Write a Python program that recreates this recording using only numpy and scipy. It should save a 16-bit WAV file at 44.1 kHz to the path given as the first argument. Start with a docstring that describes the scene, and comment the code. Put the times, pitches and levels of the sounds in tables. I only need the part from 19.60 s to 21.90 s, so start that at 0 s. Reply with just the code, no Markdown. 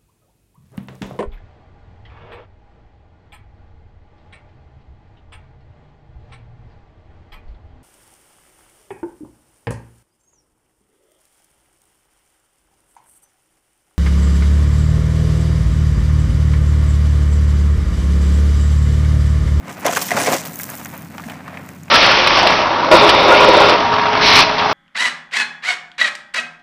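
"""A loaded wooden cart is towed over a bar and on across gravel, close by, outdoors.
From the start the towing engine drones in the background and gravel crunches under the tyre.
From about 0.25 to 0.75 s the wheel drops off the bar: planks and load knock, thud and rattle.
Then the cart rolls on more quietly. Single stones snap under the tyre and small parts clink,
while the engine slows a little and its drone fades."""
import sys
import numpy as np
from scipy import signal
from scipy.fft import rfft, irfft, next_fast_len
from scipy.io import wavfile
from scipy.ndimage import uniform_filter1d, map_coordinates

SR = 44100
rng = np.random.default_rng(int(sys.argv[2]) if len(sys.argv) > 2 else 0)


def dump_mix(stems):
    """Bounce the given channels to the path in sys.argv[1] as a 16-bit WAV at rate SR."""
    frames = np.atleast_2d(stems).T  # one column per channel
    limited = np.clip(frames, -1, 1)  # hard clip at full scale
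    pcm = np.round(limited * 32767).astype(np.int16)
    wavfile.write(sys.argv[1], SR, pcm)


N = 101429  # samples, 2.3 s


# hard knocks (time [s], relative clack level [dB], relative crack level [dB], clack pitch [Hz])
KNOCKS = [(0.2475, -21.5, -39, 1510), (0.251, -23, -30, 1330), (0.2567, -20, -28, 1480),
          (.264, -16.5, -19, 1950), (.282, -17, -32, 3240), (.3115, -27, -30, 1710), (.332, -20, -27, 1340),
          (0.364, -14.5, -35, 1540), (0.371, -9.5, -30, 1650), (0.416, -46, -23, 1120),
          (.42, -24, -29, 1110), (0.4888, -23.5, -33, 1940), (0.507, -16.5, -27.5, 2020),
          (0.5163, -11.5, -32, 1930), (.5405, -24.5, -40, 1610), (0.567, -17, -38, 1370),
          (.571, -13, -28, 1270), (0.5757, -18, -42, 1910), (.601, -17, -33, 2390), (.662, -16, -35, 2100),
          (0.673, -15.5, -28, 2120), (0.7238, -19, -37, 1250), (.732, -15.5, -36, 1130),
          (.739, -28, -23, 2240)]
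# tone of a crack: how strong its lows and highs are (frequency [Hz], level [dB])
CRACK_TONE = [(800, -35), (3000, 4), (4500, 3), (6200, 7), (8500, -3), (11000, -4), (15000, -27)]

def knocks():
    """Planks and load strike each other: each knock is a woody clack plus a bright crack."""
    times, clack_db, crack_db, pitches = np.transpose(KNOCKS)
    clack = clacks(times, clack_db - 1.5, pitches, fade_s=0.046, width=0.32, ring_db=8.5, sharp=0.75)
    crack = blows(times, crack_db + 2, response(CRACK_TONE), fade_s=0.05, sharp=0.35)
    return clack + crack


# notes the cart rings at when struck (pitch [Hz], width [Hz], strength [dB])
CART_NOTES = [(424, 22, 0), (549, 22, 3), (641, 20, 2), (713, 30, 1), (1030, 40, 0), (1215, 35, -5),
              (1633, 35, -5), (1965, 70, -4), (2145, 30, -5), (2445, 28, -2)]
# tone of struck wood (frequency [Hz], level [dB])
WOOD_TONE = [(250, -26.5), (800, 1.5), (2400, 0.5), (3200, -5), (9000, -20.5)]

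def clacks(times, levels_db, pitches, fade_s, width, ring_db, sharp):
    """Each struck part adds its own note to the ring of the cart; width is a fraction of its pitch."""
    wood = response(WOOD_TONE, CART_NOTES)
    out = np.zeros(N)
    for start, db, hz in zip(times, levels_db, pitches):
        part = response([(hz, 0)], [(hz, width * hz, ring_db)], size=1024)
        out += blows([start], [db], ring(wood, part), fade_s, sharp)
    return out


# thuds of the wooden bed and its load (time [s], relative level [dB], pitch [Hz])
THUDS = [(.252, -11.5, 558), (0.266, -12, 720), (.2735, -14, 973), (.2905, -15.5, 705), (.332, -23.5, 530),
         (0.3713, -14.5, 1010), (.5155, -14.5, 703), (0.547, -23.5, 216), (.5705, -13, 615),
         (.5765, -19.5, 780), (.672, -15, 652), (0.6783, -17.5, 432), (0.6834, -20.5, 530),
         (.7165, -15, 670), (.731, -15, 710), (0.736, -22, 324), (0.7442, -17.5, 542), (1.658, -27, 227)]

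def thuds():
    """Each heavy part rings briefly at its own pitch and shakes the planks around it."""
    fade_cycles, rise_s = 29.7, 0.0015
    out, t = np.zeros(N), np.arange(N) / SR
    for start, db, hz in THUDS:
        age = np.maximum(t - start, 0)
        rise = 1 - np.exp(-age / rise_s)
        note = np.sin(2 * np.pi * hz * age) * rise * fade(age, fade_cycles / hz)
        plank_tone = [(hz / 10, -50), (hz / 2, -4), (hz, 0), (hz * 2, -12), (hz * 10, -65)]
        planks = blows([start], [db - 4.5], response(plank_tone, CART_NOTES), fade_s=0.051, sharp=0)
        out += amp(db + 4.5) * note + planks
    return out


# how hard the load shakes (time [s], relative level [dB])
SHAKE = [(0, -46), (.05, -41), (.095, -30.5), (.15, -36), (.19, -35.5), (.23, -35.5), (.265, -22),
         (.32, -26.5), (.43, -28), (.47, -34.5), (.55, -23), (.59, -20), (.635, -20.5), (.68, -18),
         (.745, -20.5), (.8, -34.5), (.865, -31), (.91, -39), (1.15, -37), (1.29, -40), (1.36, -35),
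         (1.45, -43), (1.56, -44), (1.69, -36), (1.84, -42), (1.9, -35), (1.99, -35.5), (2.05, -40.5),
         (2.11, -41), (2.18, -45.5)]
# tone of the rattle (frequency [Hz], level [dB])
RATTLE_TONE = [(40, -58), (100, -2.5), (170, -4.5), (260, 4), (350, -4.5), (480, -1), (680, 0.5),
               (900, -1.5), (1400, -5.5), (2000, -7), (2500, -11), (3200, -21), (5000, -28), (9000, -61)]

def rattle():
    """Many small taps ring the cart; gentle shaking moves only light parts, which sound thinner."""
    gentle_db, light_hz = -31.5, 815
    shake_db, = curves(SHAKE)
    heavy = unit(ring(taps(per_second=1600, spread_db=0.5), response(RATTLE_TONE, CART_NOTES)))
    light = unit(ring(taps(per_second=900, spread_db=1.0), response(RATTLE_TONE)))
    light = unit(signal.lfilter(*signal.butter(1, light_hz, "high", fs=SR), light))
    heavy_share = 1 / (1 + amp(1.1 * (gentle_db - shake_db)))
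    parts = np.sqrt(heavy_share) * heavy + np.sqrt(1 - heavy_share) * light
    bumps_db = 2 * wobble(55.48)  # the ground is uneven
    return amp(shake_db - 1.13 + bumps_db) * parts


# light clinks while rolling on (time [s], relative level [dB], pitch [Hz])
CLINKS = [(0.9983, -26.5, 1930), (1.0927, -28.5, 1740), (1.257, -26.5, 1880), (1.5816, -25.5, 920),
          (1.598, -27.5, 1090), (1.6383, -30.5, 1950), (1.699, -28.5, 3080), (1.721, -31, 1740),
          (1.8795, -26.5, 1440), (1.943, -34, 2070), (1.973, -26, 2250), (2.09, -34, 1730),
          (2.282, -36.5, 2570)]

def clinks():
    """Small parts tap as the wheel rides over stones."""
    times, db, pitches = np.transpose(CLINKS)
    return clacks(times, db - 1, pitches, fade_s=0.036, width=0.45, ring_db=10.5, sharp=1.0)


# how hard the gravel crunches (time [s], relative crunch level [dB], relative sparkle level [dB])
CRUNCH = [(.03, -61.5, -78), (.09, -41, -63), (.13, -41.5, -47), (.16, -50, -54), (.2, -44.5, -37),
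          (.235, -43.5, -51), (.26, -41, -42), (.3, -32, -50), (.375, -23.5, -30), (.405, -30, -38),
          (.425, -29, -16), (.45, -32, -45), (.463, -30, -25), (.545, -32.5, -55), (.6, -23, -48),
          (.635, -25, -52), (.655, -23, -45), (.7, -28, -35), (.735, -22.5, -25), (.76, -27, -44),
          (.785, -27.5, -49), (.83, -38, -45), (.86, -34, -28), (.9, -43.5, -37.5), (.98, -45, -35.5),
          (1.01, -37.5, -28.5), (1.07, -44.5, -37), (1.12, -41, -34.5), (1.4, -50, -44.5), (1.52, -52, -50),
          (1.7, -44.5, -46), (1.8, -56.5, -64), (2.1, -53.5, -49), (2.3, -56, -67)]
# tone of the crunch (frequency [Hz], level [dB])
CRUNCH_TONE = [(300, -109), (1500, -4), (3000, 0), (4200, -2), (5800, 1.5), (7800, -0.5), (9500, -4.5),
               (11000, -10), (13000, -10.5), (16000, -7.5)]
# tone of the sparkle, the very highest sound of the stones (frequency [Hz], level [dB])
SPARKLE_TONE = [(2000, -60), (9000, -15), (12000, -15), (14000, -7), (15200, -8.5), (16000, -3)]

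def gravel():
    """Stones grind under the tyre, each tick with a short scrape; a heavier load makes more ticks."""
    crunch_db, sparkle_db = curves(CRUNCH)
    t = np.arange(SR // 50) / SR

    def stones(tone, base_rate):
        ticks = taps(per_second=base_rate + 8000 * amp(crunch_db), spread_db=2.5)
        scrape_level = np.sqrt(np.abs(ring(ticks ** 2, fade(t, 0.012) ** 2)))
        scrapes = unit(scrape_level * rng.standard_normal(N))
        return unit(ring(unit(ticks) + 1.7 * scrapes, response(tone)))
    return (amp(crunch_db - 0.75) * stones(CRUNCH_TONE, base_rate=490)
            + amp(sparkle_db + 3) * stones(SPARKLE_TONE, base_rate=500))


# stones snapping, and the short sharp crack of the knock at 0.264 s (time [s], relative click level [dB],
# relative sparkle level [dB])
SNAPS = [(0.2643, -16.5, -22), (0.2658, -20.5, -37), (.934, -31, -41), (.9405, -31, -39),
         (.9577, -24.5, -24), (0.991, -27, -17), (.999, -31, -37), (1.0105, -25, -33), (1.0337, -21, -21),
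         (1.041, -23, -27), (1.063, -41, -32), (1.0982, -35, -27), (1.1015, -28.5, -19.5),
         (1.153, -30.5, -29), (1.175, -33, -35), (1.1955, -36, -38), (1.249, -26.5, -37), (1.259, -30, -28),
         (1.378, -38, -27.5), (1.421, -38, -31), (2.0897, -34, -51), (2.2343, -36, -47)]
# tone of a stone's click (frequency [Hz], level [dB])
CLICK_TONE = [(500, -29.5), (2000, -19), (4000, -33), (6200, -8), (8000, -8.5), (10000, -29), (13000, -8.5),
              (16000, -25)]

def snaps():
    """Single stones slip and crack under the tyre; the same short click gives the knock at 0.264 s its sharp
    crack."""
    times, click_db, sparkle_db = np.transpose(SNAPS)
    return (blows(times, click_db - 3.5, response(CLICK_TONE), fade_s=0.007, sharp=0.81)
            + blows(times, sparkle_db + 2.5, response(SPARKLE_TONE), fade_s=0.007, sharp=0.54))


def chips():
    """Chips of stone ring briefly, each at its own pitch, loudest when the gravel is crushed hard."""
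    count, middle_hz, pitch_spread = 220, 6430, 0.446
    crunch_db, _ = curves(CRUNCH)
    crushing = np.sqrt(amp(crunch_db - crunch_db.max()))
    out, t = np.zeros(N + SR), np.arange(SR // 5) / SR
    for start, (pitch, size) in zip(rng.integers(N, size=count), rng.standard_normal((count, 2))):
        hz = min(middle_hz * np.exp(pitch_spread * pitch), SR / 2)
        level = crushing[start] * amp(crunch_db[start] + 3.5 + 2 * size)
        out[start:][:len(t)] += level * fade(t, 0.012) * np.sin(2 * np.pi * hz * t)
    return out[:N]


def pebbles():
    """Loose pebbles tick sharply, one by one, louder when the crunch is louder."""
    per_second = 110
    crunch_db, sparkle_db = curves(CRUNCH)
    t = np.arange(SR // 50) / SR
    hits = rng.random(N) < per_second / SR
    sizes = amp(3.5 * np.clip(rng.standard_normal(N), -2, 1.5))
    bursts = ring(hits * sizes, fade(t, 0.004))
    click = unit(ring(bursts * rng.standard_normal(N), response(CLICK_TONE)))
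    sparkle = unit(ring(bursts * rng.standard_normal(N), response(SPARKLE_TONE)))
    return amp(crunch_db - 11.5) * click + amp(sparkle_db - 3.5) * sparkle


# stones that chink (time [s], level [dB], pitch [Hz], fade time [s])
CHINKS = [(0.456, -31.5, 13000, 0.15), (0.599, -26, 9730, 0.12)]

def chinks():
    """A squeezed stone rings briefly at one high note."""
    out = np.zeros(N)
    for start, db, hz, fade_s in CHINKS:
        tone = [(hz / 3, -50), (hz / 1.2, -20), (hz, 0), (hz * 1.2, -20)]
        stone = response(tone, [(hz, hz / 10, 12)])
        out += blows([start], [db], stone, fade_s, sharp=0)
    return out


# how fast the engine runs (time [s], speed [cycles per s])
ENGINE_SPEED = [(.3, 18.9), (.8, 18.45), (1.3, 18.0), (2.3, 17.8)]
# notes in the drone (pitch [times the engine speed], relative level [dB])
DRONE_NOTES = [(7, -19.5), (8, -11.5), (9, -1), (10, -1), (11, -9), (12, -5), (13, -13.5), (14, -3.5),
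               (15, -5), (16, -7), (17, -9)]
# the drone fades as the engine draws away (time [s], level change [dB])
DRONE_FADE = [(.6, 1.5), (2.05, -1), (2.3, -3.5)]
# the firing note grows as the cart clears the bar (time [s], level [dB])
FIRING = [(1.05, -53), (1.3, -48.5)]
# tone of the low rumble (frequency [Hz], level [dB])
RUMBLE_TONE = [(20, -19), (45, -22), (70, -12.5), (100, -2.5), (160, 10.5), (280, -8), (360, -4.5),
               (600, -29), (2000, -32.5)]

def engine():
    """The towing engine's repeating cycle makes a firing note and a wavering drone over a low rumble."""
    speed, = curves(ENGINE_SPEED)
    fade_db, = curves(DRONE_FADE)
    firing_db, = curves(FIRING)
    angle = 2 * np.pi * np.cumsum(speed) / SR
    drone = np.zeros(N)
    for multiple, db in DRONE_NOTES:
        level = amp(db + 2.2 * wobble(3))
        drift = 2 * np.pi * rng.random() + 0.12 * wobble(8)
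        drone += level * np.sin(multiple * angle + drift)
    firing = unit(np.sin(5 * angle))
    rumble = unit(ring(rng.standard_normal(N), response(RUMBLE_TONE)))
    return amp(firing_db) * firing + amp(fade_db - 40) * unit(drone) + amp(-41.5) * rumble


def amp(db):
    """Turn decibels into a number to multiply by."""
    return 10 ** (np.asarray(db) / 20)


def fade(t, fade_s):
    """Die away by 60 dB every fade_s seconds."""
    return amp(-60 * t / fade_s)


def unit(x):
    """Scale a sound to an average power of 1."""
    return x / np.sqrt(np.mean(x ** 2) + 1e-20)


def curves(rows):
    """Join a table's points with straight lines: one curve for each column after the time."""
    times, *columns = np.transpose(rows)
    return [np.interp(np.arange(N) / SR, times, column) for column in columns]


def wobble(per_second):
    """A smooth curve through this many random points a second."""
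    points = rng.standard_normal(int(N * per_second / SR) + 4)
    return map_coordinates(points, [np.arange(N) * per_second / SR])


def response(tone, notes=(), size=8192):
    """How an object answers one tap, given its overall tone and the notes it rings at."""
    freqs = np.fft.rfftfreq(size, 1 / SR)
    hz, db = np.transpose(tone)
    gain = amp(np.interp(np.log(freqs + 1), np.log(hz), db))
    gain *= 1 + sum(amp(peak) / (1 + (2 * (freqs - pitch) / width) ** 2) for pitch, width, peak in notes)
    # keep this tone, but make all the ringing come after the tap
    folded = irfft(np.log(gain))
    folded[1:size // 2] *= 2
    folded[size // 2 + 1:] = 0
    return irfft(np.exp(rfft(folded)))[:size // 2]


def ring(x, body):
    """Play x through an object: every sample sets off the object's answer to a tap."""
    return signal.fftconvolve(x, body)[:len(x)]


def taps(per_second, spread_db):
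    """Random taps of uneven size, evened out to a steady average power."""
    hits = (rng.random(N) < per_second / SR) * rng.choice([-1, 1], N)
    hits = hits * amp(spread_db * np.clip(rng.standard_normal(N), -2.5, 2.5))
    power = np.abs(uniform_filter1d(uniform_filter1d(hits ** 2, size=1100), size=700))
    return hits / np.sqrt(power + np.mean(hits ** 2) / 20)


def blows(times, levels_db, body, fade_s, sharp):
    """Each blow is one push of strength sharp and a dying scatter of small taps, ringing the body."""
    out, t = np.zeros(N + SR), np.arange(SR // 4) / SR
    for start, db in zip(times, levels_db):
        force = rng.standard_normal(len(t)) * fade(t, fade_s)
        force /= np.linalg.norm(force)
        force[0] += sharp
        hit = ring(force, body)
        loudest = np.sqrt(uniform_filter1d(hit ** 2, 128, mode="constant").max())
        out[int(start * SR):][:len(t)] += amp(db) * hit / loudest
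    return out[:N]


def scene():
    """Add the cart, the stones and the engine into one channel."""
    clatter = knocks() + clinks() + rattle()
    stones = gravel() + chips() + chinks() + pebbles() + snaps()
    return (clatter + stones + thuds() + engine())[None]


def record(dry):
    """Clip the sound at full scale and remove the very highest treble."""
    top_hz = 15350
    size = next_fast_len(N + SR // 2)
    kept = np.fft.rfftfreq(size, 1 / SR) < top_hz
    spectrum = rfft(np.clip(dry, -1, 1), size)
    return irfft(spectrum * kept, size)[:, :N]


dry = scene()
out = record(dry)
dump_mix(out)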